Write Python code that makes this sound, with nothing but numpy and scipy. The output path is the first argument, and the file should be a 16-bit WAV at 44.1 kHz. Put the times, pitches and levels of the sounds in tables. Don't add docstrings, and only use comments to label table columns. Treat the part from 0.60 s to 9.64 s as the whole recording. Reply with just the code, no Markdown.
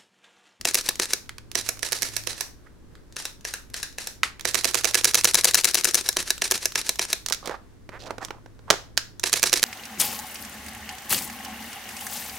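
import sys
import numpy as np
from scipy import signal
from scipy.fft import rfft, irfft, next_fast_len
from scipy.io import wavfile
from scipy.ndimage import map_coordinates

SR = 44100
rng = np.random.default_rng(int(sys.argv[2]) if len(sys.argv) > 2 else 0)


def digitize_waveform(pressure):
    field = np.atleast_2d(pressure).T
    bounded = np.clip(field, -1, 1)
    quanta = np.round(bounded * 32767).astype(np.int16)
    wavfile.write(sys.argv[1], SR, quanta)


N = 398663
T = np.arange(SR // 8) / SR


def amp(db):
    return 10 ** (np.asarray(db) / 20)


def unit(x):
    return x / np.sqrt(np.mean(x ** 2) + 1e-20)


def along(points, hz):
    point_hz, values = np.transpose(points)
    return np.interp(np.log(hz + 1), np.log(point_hz + 1), values)


def wobble(rate, size):
    knots = rng.standard_normal(size // 8)
    return map_coordinates(knots, [np.arange(size) * rate / SR], mode="mirror")


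def noise(alike, size):
    likeness = along(alike, np.fft.rfftfreq(size, 1 / SR))
    turn = np.arccos(np.clip(likeness, -1, 1)) / 2
    mid_side = rfft(rng.standard_normal((2, size)))
    mid, side = irfft(mid_side * [np.cos(turn), np.sin(turn)], size)
    return np.array([mid + side, mid - side])


def coloured(x, spectrum, treble_db=0, keep_power=True):
    size = 2 * next_fast_len(x.shape[-1] // 2 + 1024)
    hz = np.fft.rfftfreq(size, 1 / SR)
    tilt = along([(2500, -.5), (10000, .5)], hz)
    gain = amp(along(spectrum, hz) + treble_db * tilt)
    if keep_power:
        gain = unit(gain)
    cepstrum = irfft(np.log(gain + 1e-6))
    cepstrum[1:size // 2] *= 2
    cepstrum[size // 2 + 1:] = 0
    return irfft(rfft(x, size) * np.exp(rfft(cepstrum)), size)[..., :x.shape[-1]]


def add(track, s, sound, pan_db=0):
    start = round(s * SR)
    panned = sound * amp([[pan_db / 2], [-pan_db / 2]])
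    part = panned[:, max(-start, 0):max(N - start, 0)]
    track[:, max(start, 0):][:, :part.shape[1]] += part


# frequency in Hz, relative density in dB per Hz.
AIR_SPECTRUM = [(20, 0), (60, 0), (110, -5), (160, -8), (320, -8.5), (450, -13.5), (750, -27), (1000, -24),
                (1300, -29), (1600, -26), (2500, -35), (6000, -36), (11000, -42), (16000, -48)]
# frequency in Hz, likeness of left and right from 0 to 1.
AIR_LIKENESS = [(60, 0.29), (240, 0.32), (950, 0.28), (3770, 0.16), (15000, 0.07)]
# start in seconds, end in seconds, added level in dB.
HUM_SPELLS = [(.65, 1.78, -56), (1.48, 1.72, -53), (3.8, 4.95, -53), (7.2, 9.1, -55.5)]
# time in seconds, level in dB.
DRONE_LEVELS = [(0, -65), (2.3, -63), (2.9, -57), (5.2, -56), (6.5, -58), (7.2, -62), (9.04, -61)]
AIR_DB, HUM_REST_DB, HUM_FADE_S = -50, -65, .14


def background(hum_hz=107.7, drone_hz=57.3):
    t = np.arange(N) / SR
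    air = coloured(noise(AIR_LIKENESS, next_fast_len(N))[:, :N], AIR_SPECTRUM)
    sound = amp(AIR_DB) * unit(air)
    hum = np.full(N, amp(HUM_REST_DB))
    for start, end, db in HUM_SPELLS:
        hum += amp(db) * np.clip(.5 + np.minimum(t - start, end - t) / HUM_FADE_S, 0, 1)
    drone = amp(np.interp(t, *np.transpose(DRONE_LEVELS)))
    for hz, level, waver_hz, lead in ((hum_hz, hum, 1.5, 1.7), (drone_hz, drone, 3, 1.2)):
        phase = 2 * np.pi * np.cumsum(hz + waver_hz * wobble(7, N)) / SR
        sound = sound + level * np.sqrt(2) * np.sin([phase, phase + lead])
    return sound


# frequency in Hz, relative density in dB per Hz.
RUSTLE_SPECTRUM = [(100, -15), (500, 0), (1300, -2), (3000, -11), (10000, -17), (16000, -25)]
RUSTLE_DB = -67


def sleeves(rate_hz=9, swing_db=3):
    level = amp(RUSTLE_DB + swing_db * wobble(rate_hz, N))
    return level * coloured(noise(AIR_LIKENESS, next_fast_len(N))[:, :N], RUSTLE_SPECTRUM)


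# frequency in Hz, time to decay by 60 dB in seconds.
ROOM_DECAY = [(200, 0.04), (550, 0.4), (1400, 0.29), (4000, 0.32), (9000, 0.28), (15000, 0.39)]
# frequency in Hz, gain in dB.
ROOM_GAIN = [(150, -5.5), (480, 0), (900, -.5), (1700, 1), (3000, -1), (5500, -.5), (10000, -2.5),
             (15000, -4)]


def room(x, delay=.004, blur_octaves=.16):
    hz, t, z = signal.stft(x, SR, nperseg=256)
    octave = np.log2(hz + 100)
    blur = np.exp(-((octave[:, None] - octave) / blur_octaves) ** 2 / 2)
    fed = (blur / blur.sum(axis=1, keepdims=True)) @ np.mean(np.abs(z) ** 2, axis=0)
    kept = amp(-60 * t[1] / along(ROOM_DECAY, hz)) ** 2
    stored = np.array([signal.lfilter([1 - k], [1, -k], band) for k, band in zip(kept, fed)])
    diffuse = noise([(150, .7), (800, .3), (4000, .1)], next_fast_len(N))[:, :N]
    grain = signal.stft(diffuse, SR, nperseg=256)[2]
    tail = grain / np.std(grain) * np.sqrt(stored) * amp(along(ROOM_GAIN, hz))[:, None]
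    wet = np.zeros((2, N))
    add(wet, delay, signal.istft(tail, SR, nperseg=256)[1])
    return wet


# frequency in Hz, likeness of left and right from 0 to 1.
NEAR_LIKENESS = [(300, .92), (3000, .9), (8000, .85), (14000, .55)]


def chatter(t60, ring_db=-24, ring_t60=.05):
    decay = amp(-60 * T / t60) + amp(ring_db - 60 * T / ring_t60)
    return noise(NEAR_LIKENESS, len(T)) * decay


def ring(modes, scatter_db=2):
    hz, db, life = np.transpose(modes)[:, :, None]
    strength_db = db + rng.normal(0, scatter_db, hz.shape)
    swell = 1 - np.exp(-T * hz / .8)
    phase = 2 * np.pi * (hz * T + rng.random(hz.shape))
    return np.sum(amp(strength_db - 60 * T / life) * swell * np.sin(phase), axis=0)


def stroke(length, size=len(T)):
    progress = np.minimum(np.arange(size) / SR / length, 1)
    return np.sqrt(np.abs(np.sin(np.pi * progress)))


# start in seconds, length in seconds, level in dB, centre frequency in Hz.
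FINGER_RUBS = [(2.06, .025, -51, 1400), (6.826, .145, -38.5, 900), (6.83, .14, -50, 4000),
               (6.89, .08, -43, 1250), (7.32, .24, -46, 550), (7.39, .1, -46, 4300), (7.45, .08, -46, 1100),
               (7.6, .06, -42, 1100), (7.61, .05, -50, 5500), (7.715, .08, -53, 900),
               (8.075, .03, -42, 1000)]
# multiple of the centre frequency [ratio], relative level in dB.
FRICTION_BAND = [(.1, -34), (.35, -9), (.6, -2), (1, 0), (1.35, -2), (1.9, -14), (3, -24), (12, -42)]
HANDS_PAN_DB = -7.5


def fingers(grain_hz=350, grain_db=4, grip_hz=60, grip_db=3.5, size=SR // 4):
    track = np.zeros((2, N))
    for s, length, db, hz in FINGER_RUBS:
        unevenness_db = grain_db * wobble(grain_hz, size) + grip_db * wobble(grip_hz, size)
        slips = unit(amp(unevenness_db)) * stroke(length, size)
        band = [(hz * ratio, level) for ratio, level in FRICTION_BAND]
        add(track, s, amp(db) * coloured(slips * noise(NEAR_LIKENESS, size), band), HANDS_PAN_DB)
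    return track


def creak(s=7.315, length=.07, start_hz=190, end_hz=270, db=-44, centre_hz=1450, rough=.4):
    track = np.zeros((2, N))
    turns = np.cumsum(np.interp(T, [0, length], [start_hz, end_hz])) / SR
    pulses = unit(np.diff(np.floor(turns), prepend=0))
    slips = pulses + rough * noise(NEAR_LIKENESS, len(T))
    band = [(centre_hz * ratio, level) for ratio, level in FRICTION_BAND]
    add(track, s, amp(db) * coloured(slips * stroke(length), band), pan_db=-7)
    return track


def plastic(table, t60, ring_db, bass_db, top_db):
    track = np.zeros((2, N))
    for s, knock_db, clack_db, snap_db, pan_db in table:
        spectrum = [
            (70, knock_db + bass_db), (230, knock_db - 6), (450, knock_db),
            (800, (knock_db + clack_db) / 2), (1400, clack_db + 2),
            (2800, (clack_db + snap_db) / 2 - 1), (6000, snap_db), (15000, snap_db + top_db)]
        contact = chatter(t60, ring_db, ring_t60=.06)
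        add(track, s, coloured(contact, spectrum, keep_power=False), pan_db)
    return track


def contacts(rows, colour):
    return [(s, *(db + np.array(colour)), HANDS_PAN_DB) for s, db in rows]


# time in seconds, level in dB.
BRIGHT_SNAPS = [(6.6618, -12.5), (6.6855, -14), (6.6997, -16.5), (6.7237, -7), (6.7283, -12), (6.7358, -15),
                (6.746, -18), (6.858, -21), (6.8743, -22), (7.6488, -18), (8.3705, -28)]
# time in seconds, level in dB.
FINGER_KNOCKS = [(6.708, -12), (6.858, -18), (6.8743, -10), (6.8795, -13), (6.895, -11), (6.911, -14),
                 (7.2915, -15.5), (7.5069, -8), (7.582, -13), (7.628, -17), (7.6845, -19), (7.7065, -9.5),
                 (7.8605, -26), (7.992, -29)]
# time in seconds, then knock, clack, snap and left over right in dB.
HINGE_CLAPS = [(3.6326, -21, 1.5, -10, -1), (8.1024, 8, 2, -2.5, -8), (8.1075, 4.5, 0, -4, -6),
               (8.3756, -13.5, -5, -3.5, -7)]
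# time in seconds, level in dB.
FIRST_REBOUND = (8.12, -7)
REBOUND_GAP_S, REBOUND_LOSS_DB = .0095, 1.5
# knock, clack and snap in relative dB.
SNAP_SHAPE = (-16, -7, 0)
KNOCK_SHAPE = (0, -7, -21)
# frequency in Hz, relative level in dB, 60 dB decay in seconds.
SHELL_MODES = [(185, -8, .05), (285, -7, .05), (385, 2, .04), (490, 1, .038), (660, 2.5, .03)]


def handling(count=3):
    first_s, first_db = FIRST_REBOUND
    rebounds = [(first_s + k * REBOUND_GAP_S, first_db - k * REBOUND_LOSS_DB) for k in range(count)]
    snaps = contacts(BRIGHT_SNAPS, SNAP_SHAPE)
    knocks = contacts(FINGER_KNOCKS + rebounds, KNOCK_SHAPE)
    rows = snaps + knocks + HINGE_CLAPS
    track = plastic(rows, t60=.016, ring_db=-21, bass_db=-15, top_db=-16)
    for s, knock_db, _, _, pan_db in rows:
        add(track, s, amp(knock_db - 29) * ring(SHELL_MODES), pan_db)
    return track


# frequency in Hz, relative density in dB per Hz.
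GEAR_SPECTRUM = [(60, -18), (200, -8.5), (380, -1), (700, -7.5), (1800, 0), (3000, -2.5), (4100, 2),
                 (6000, 1), (10000, -2), (13000, -11), (16000, -20)]
# time in seconds, level in dB.
FLASH_CLAP = (3.6328, -14)
# frequency in Hz, relative level in dB, 60 dB decay in seconds.
FLASH_MODES = [(1200, -7, .025), (1330, -2, .03), (1556, -4, .022), (1860, -1, .028), (2020, -3, .028),
               (2240, -9, .03), (3690, -14, .04)]


def flash(echo_db=-29, echo_t60=.17):
    track = np.zeros((2, N))
    s, db = FLASH_CLAP
    add(track, s, amp(db) * ring(FLASH_MODES, scatter_db=1), pan_db=-1.5)
    echo = coloured(chatter(echo_t60), GEAR_SPECTRUM, treble_db=-6)
    add(track, s + .004, amp(echo_db) * echo)
    return track


# time in seconds,
# then nearness, shell thud, treble and left over right in dB.
CAMERA_PATH = [(.1, -10, -31, 4.5, 1), (.5, -11.5, -31.5, 1, .5), (.95, -13.5, -34, 3.5, -8),
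               (1.35, -17.6, -39, 1.5, -10), (1.8, -19.8, -42, 2, -11), (2.55, -21.3, -47, .5, .5),
               (3.47, -22.3, -47, .5, 1), (3.85, -14, -33.5, -2, -10), (4.24, -12.7, -32.5, -2.5, -8.5),
               (4.46, -7.5, -33, 2.5, -3.5), (4.9, -6, -34, 4, 4), (5.15, -9.7, -35.5, 7, 5.5),
               (5.37, -9.2, -34.5, 6, 3.5), (5.6, -11, -32.5, 2, -.5), (6.28, -11.5, -33, 2, 0),
               (6.5, -11.5, -31.5, -1.5, 0), (8.63, -10.5, -30.5, -1.5, -6), (9.04, -9, -30, -1, -5)]


def camera_at(s):
    times, *columns = np.transpose(CAMERA_PATH)
    return [np.interp(s, times, column) for column in columns]


# time in seconds, level in dB.
LIGHT_TICKS = [(.3095, -21), (.659, -37), (.6929, -15), (.7825, -19), (1.172, -26), (2.3535, -34),
               (3.7955, -20)]
# first blow in seconds, frames [count], button lead in seconds,
# flash raised [0 or 1].
RELEASES = [(.0527, 2, .041, 0), (.3977, 1, .042, 0), (.9536, 1, .038, 0), (1.2295, 3, .037, 0),
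            (1.6721, 1, .035, 0), (2.5655, 1, .041, 1), (2.8503, 1, .041, 1), (3.1419, 1, .041, 1),
            (3.3839, 1, .057, 1), (3.8527, 16, .043, 0), (5.5685, 1, .04, 0), (5.8196, 2, .04, 0),
            (6.1563, 1, .035, 0), (6.3934, 1, .036, 0), (8.6375, 5, .041, 0)]
# knock, clack and snap in relative dB.
BUTTON_SHAPE = (-10, -7, 0)
TICK_SHAPE = (-17, 0, -9)
BUTTON_DB, FLASH_SOFTER_DB = -9.5, -6


def buttons():
    rows = [(s, *(db + np.array(TICK_SHAPE)), camera_at(s)[-1]) for s, db in LIGHT_TICKS]
    for s, _, lead_s, flash_up in RELEASES:
        near_db, _, _, pan_db = camera_at(s)
        db = near_db + BUTTON_DB + flash_up * FLASH_SOFTER_DB
        rows.append((s - lead_s, *(db + np.array(BUTTON_SHAPE)), pan_db))
    return plastic(rows, t60=.013, ring_db=-22, bass_db=-15, top_db=-13)


def pawl(t60):
    return coloured(chatter(t60), GEAR_SPECTRUM, treble_db=1.5)


CATCH_DB, LATCH_DB = -18, -12.5


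def add_catch(track, s):
    near_db, _, _, pan_db = camera_at(s)
    add(track, s, amp(near_db + CATCH_DB) * pawl(t60=.021), pan_db)


def gears(shape, tooth_hz=900, rough_db=2.3):
    level_db = np.interp(T, *np.transpose(shape), right=-120)
    teeth = unit(amp(rough_db * wobble(tooth_hz, len(T))))
    return amp(level_db) * teeth * noise(NEAR_LIKENESS, len(T))


# seconds after the closing blow, relative level in dB.
RECOCK_SHAPE = [(.012, -31), (.018, -7.5), (.023, 2), (.027, 0), (.031, -2.5), (.036, 3), (.042, -5.5),
                (.047, -6), (.055, -12), (.068, -33)]
MOTOR_DB = -15.3


def add_recock(track, s):
    near_db, _, _, pan_db = camera_at(s)
    whirr = coloured(gears(RECOCK_SHAPE), GEAR_SPECTRUM)
    add(track, s, amp(near_db + MOTOR_DB) * whirr, pan_db * .8)
    add(track, s + .058, amp(near_db + LATCH_DB) * pawl(t60=.016), pan_db * .8)


# seconds before the opening blow, relative level in dB.
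RUN_UP_SHAPE = [(.002, -26), (.012, -6.5), (.018, -1), (.022, -2), (.026, 5), (.032, -5), (.046, -8),
                (.054, -30)]
RUN_UP_DB = -22


def add_run_up(track, s, db):
    near_db, _, _, pan_db = camera_at(s)
    whirr = gears(RUN_UP_SHAPE)[:, ::-1]
    add(track, s - len(T) / SR, amp(near_db + db) * coloured(whirr, GEAR_SPECTRUM), pan_db * .8)


BLADE_SKID_S = .0012
SAME_SHARE = .4


def skid(t60, pattern):
    grain = np.sqrt(SAME_SHARE) * pattern + np.sqrt(1 - SAME_SHARE) * noise(NEAR_LIKENESS, len(T))
    decay = amp(-60 * np.maximum(T - BLADE_SKID_S, 0) / t60)
    return grain * (decay + amp(-27 - 60 * T / .04))


# frequency in Hz, relative density in dB per Hz.
BLADE_SPECTRUM = [(60, -22.5), (200, -15), (400, -9), (900, -7), (1800, -3), (3000, -5), (4200, -1),
                  (6000, 1.5), (8000, -2), (10000, -2), (13000, -8), (16000, -14)]
# frequency in Hz, relative level in dB, 60 dB decay in seconds.
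FRAME_MODES = [(1020, -25, .03), (1480, -23, .028), (1700, -16.5, .035), (2250, -19.5, .025),
               (2700, -18, .022), (3930, -15, .028), (5830, -15, .02), (6150, -16, .02), (7090, -18, .02),
               (9720, -18, .02)]
RAISED_FLASH_MODES = [(1480, -11, .025), (1600, -8, .028), (1720, -12, .03)]
# frequency in Hz, level in dB at
# 0 dB nearness, 60 dB decay in seconds.
BOOM_MODES = [(150, -5, .045), (205, -5, .04)]
BOOM_GROWS = 4


def add_blow(track, s, kind, flash_up):
    near_db, thud_db, treble_db, pan_db = camera_at(s)
    force_db, thump_db, bright_db, t60, frame_db, pattern = kind
    db = near_db + force_db
    add(track, s - .0012, amp(db - 17) * pawl(t60=.012), pan_db)
    impact = amp(-1.3) * skid(t60, pattern) + amp(-6) * chatter(t60=.004, ring_db=-60)
    struck = coloured(impact, BLADE_SPECTRUM, treble_db + bright_db)
    ringing = amp(frame_db) * ring(FRAME_MODES) + flash_up * ring(RAISED_FLASH_MODES)
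    add(track, s, amp(db) * (struck + ringing), pan_db)
    thump = amp(thud_db + thump_db) * ring(SHELL_MODES)
    boom = amp(BOOM_GROWS * near_db) * ring(BOOM_MODES)
    add(track, s + .0005, thump + boom, pan_db - 3)


# level in dB, thud in dB, treble tilt in dB,
# 60 dB decay in seconds, frame ring in dB; all dB are relative.
CLOSE_FIRST = (-2.5, 1, -7.5, .017, 0)
OPEN_IN_BURST = (0, -2, 2, .016, -3)
CLOSE_IN_BURST = (-1.3, 0, -5, .015, -6)
OPEN_LAST = (-1, -1, 1.2, .018, 3.5)
FRAME_S, OPEN_S = .1, .0082
REOPEN_S, REOPEN_FLASH_S = .136, .0878


def shutter():
    track = np.zeros((2, N))
    kinds = (CLOSE_FIRST, OPEN_IN_BURST, CLOSE_IN_BURST, OPEN_LAST)
    patterned = [(*kind, noise(NEAR_LIKENESS, len(T))) for kind in kinds]
    first_close, burst_open, burst_close, last_open = patterned
    for start, frames, _, flash_up in RELEASES:
        closings = start + FRAME_S * np.arange(round(frames))
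        add_catch(track, start - .0046)
        add_blow(track, start, first_close, flash_up)
        for s in closings[1:]:
            add_catch(track, s - OPEN_S - .008)
            add_blow(track, s - OPEN_S, burst_open, flash_up)
            add_blow(track, s, burst_close, flash_up)
        for s in closings:
            add_recock(track, s)
        end = closings[-1] + (REOPEN_FLASH_S if flash_up else REOPEN_S)
        add_run_up(track, end, RUN_UP_DB + flash_up * FLASH_SOFTER_DB)
        add_catch(track, end - .008)
        add_blow(track, end, last_open, flash_up)
    return track


# frequency in Hz, width in Hz, level in dB.
HOUSING_RESONANCES = [(365, 50, -4.5), (495, 50, -7), (690, 120, -11), (890, 60, -7), (1700, 150, -8),
                      (2250, 120, -11), (2650, 220, -6), (3930, 100, -4), (4060, 80, -5), (4650, 200, -11),
                      (5780, 650, -5), (7090, 60, -6), (8850, 250, -11), (9720, 90, -7), (10500, 250, -9),
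                      (13250, 700, -8)]


def housing(x):
    size = next_fast_len(N + SR // 2)
    f = np.fft.rfftfreq(size, 1 / SR)
    response = 1
    for hz, width, db in HOUSING_RESONANCES:
        damping = 1j * f * width
        response = response + amp(db) * damping / (hz ** 2 - f ** 2 + damping)
    return irfft(rfft(x, size) * response, size)[:, :N]


WET_DB, WET_GROWS, HANDLING_WET_DB = -20.5, .8, -11.8


def scene():
    camera = amp(-.8) * housing(shutter()) + buttons()
    hands = handling() + flash() + fingers() + creak()
    wet_db = WET_DB - WET_GROWS * camera_at(np.arange(N) / SR)[0]
    echo = room(amp(wet_db) * camera + amp(HANDLING_WET_DB) * hands, blur_octaves=.08)
    return camera + hands + echo + sleeves() + background()


TOP_HZ = 16000


def record(dry):
    clipped = dry / (1 + np.abs(dry) ** 6) ** (1 / 6)
    size = next_fast_len(N + SR // 2)
    loss_db = np.clip((np.fft.rfftfreq(size, 1 / SR) - TOP_HZ) / 20, 0, 90)
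    return irfft(rfft(clipped, size) * amp(-loss_db), size)[:, :N]


dry = scene()
out = record(dry)
digitize_waveform(out)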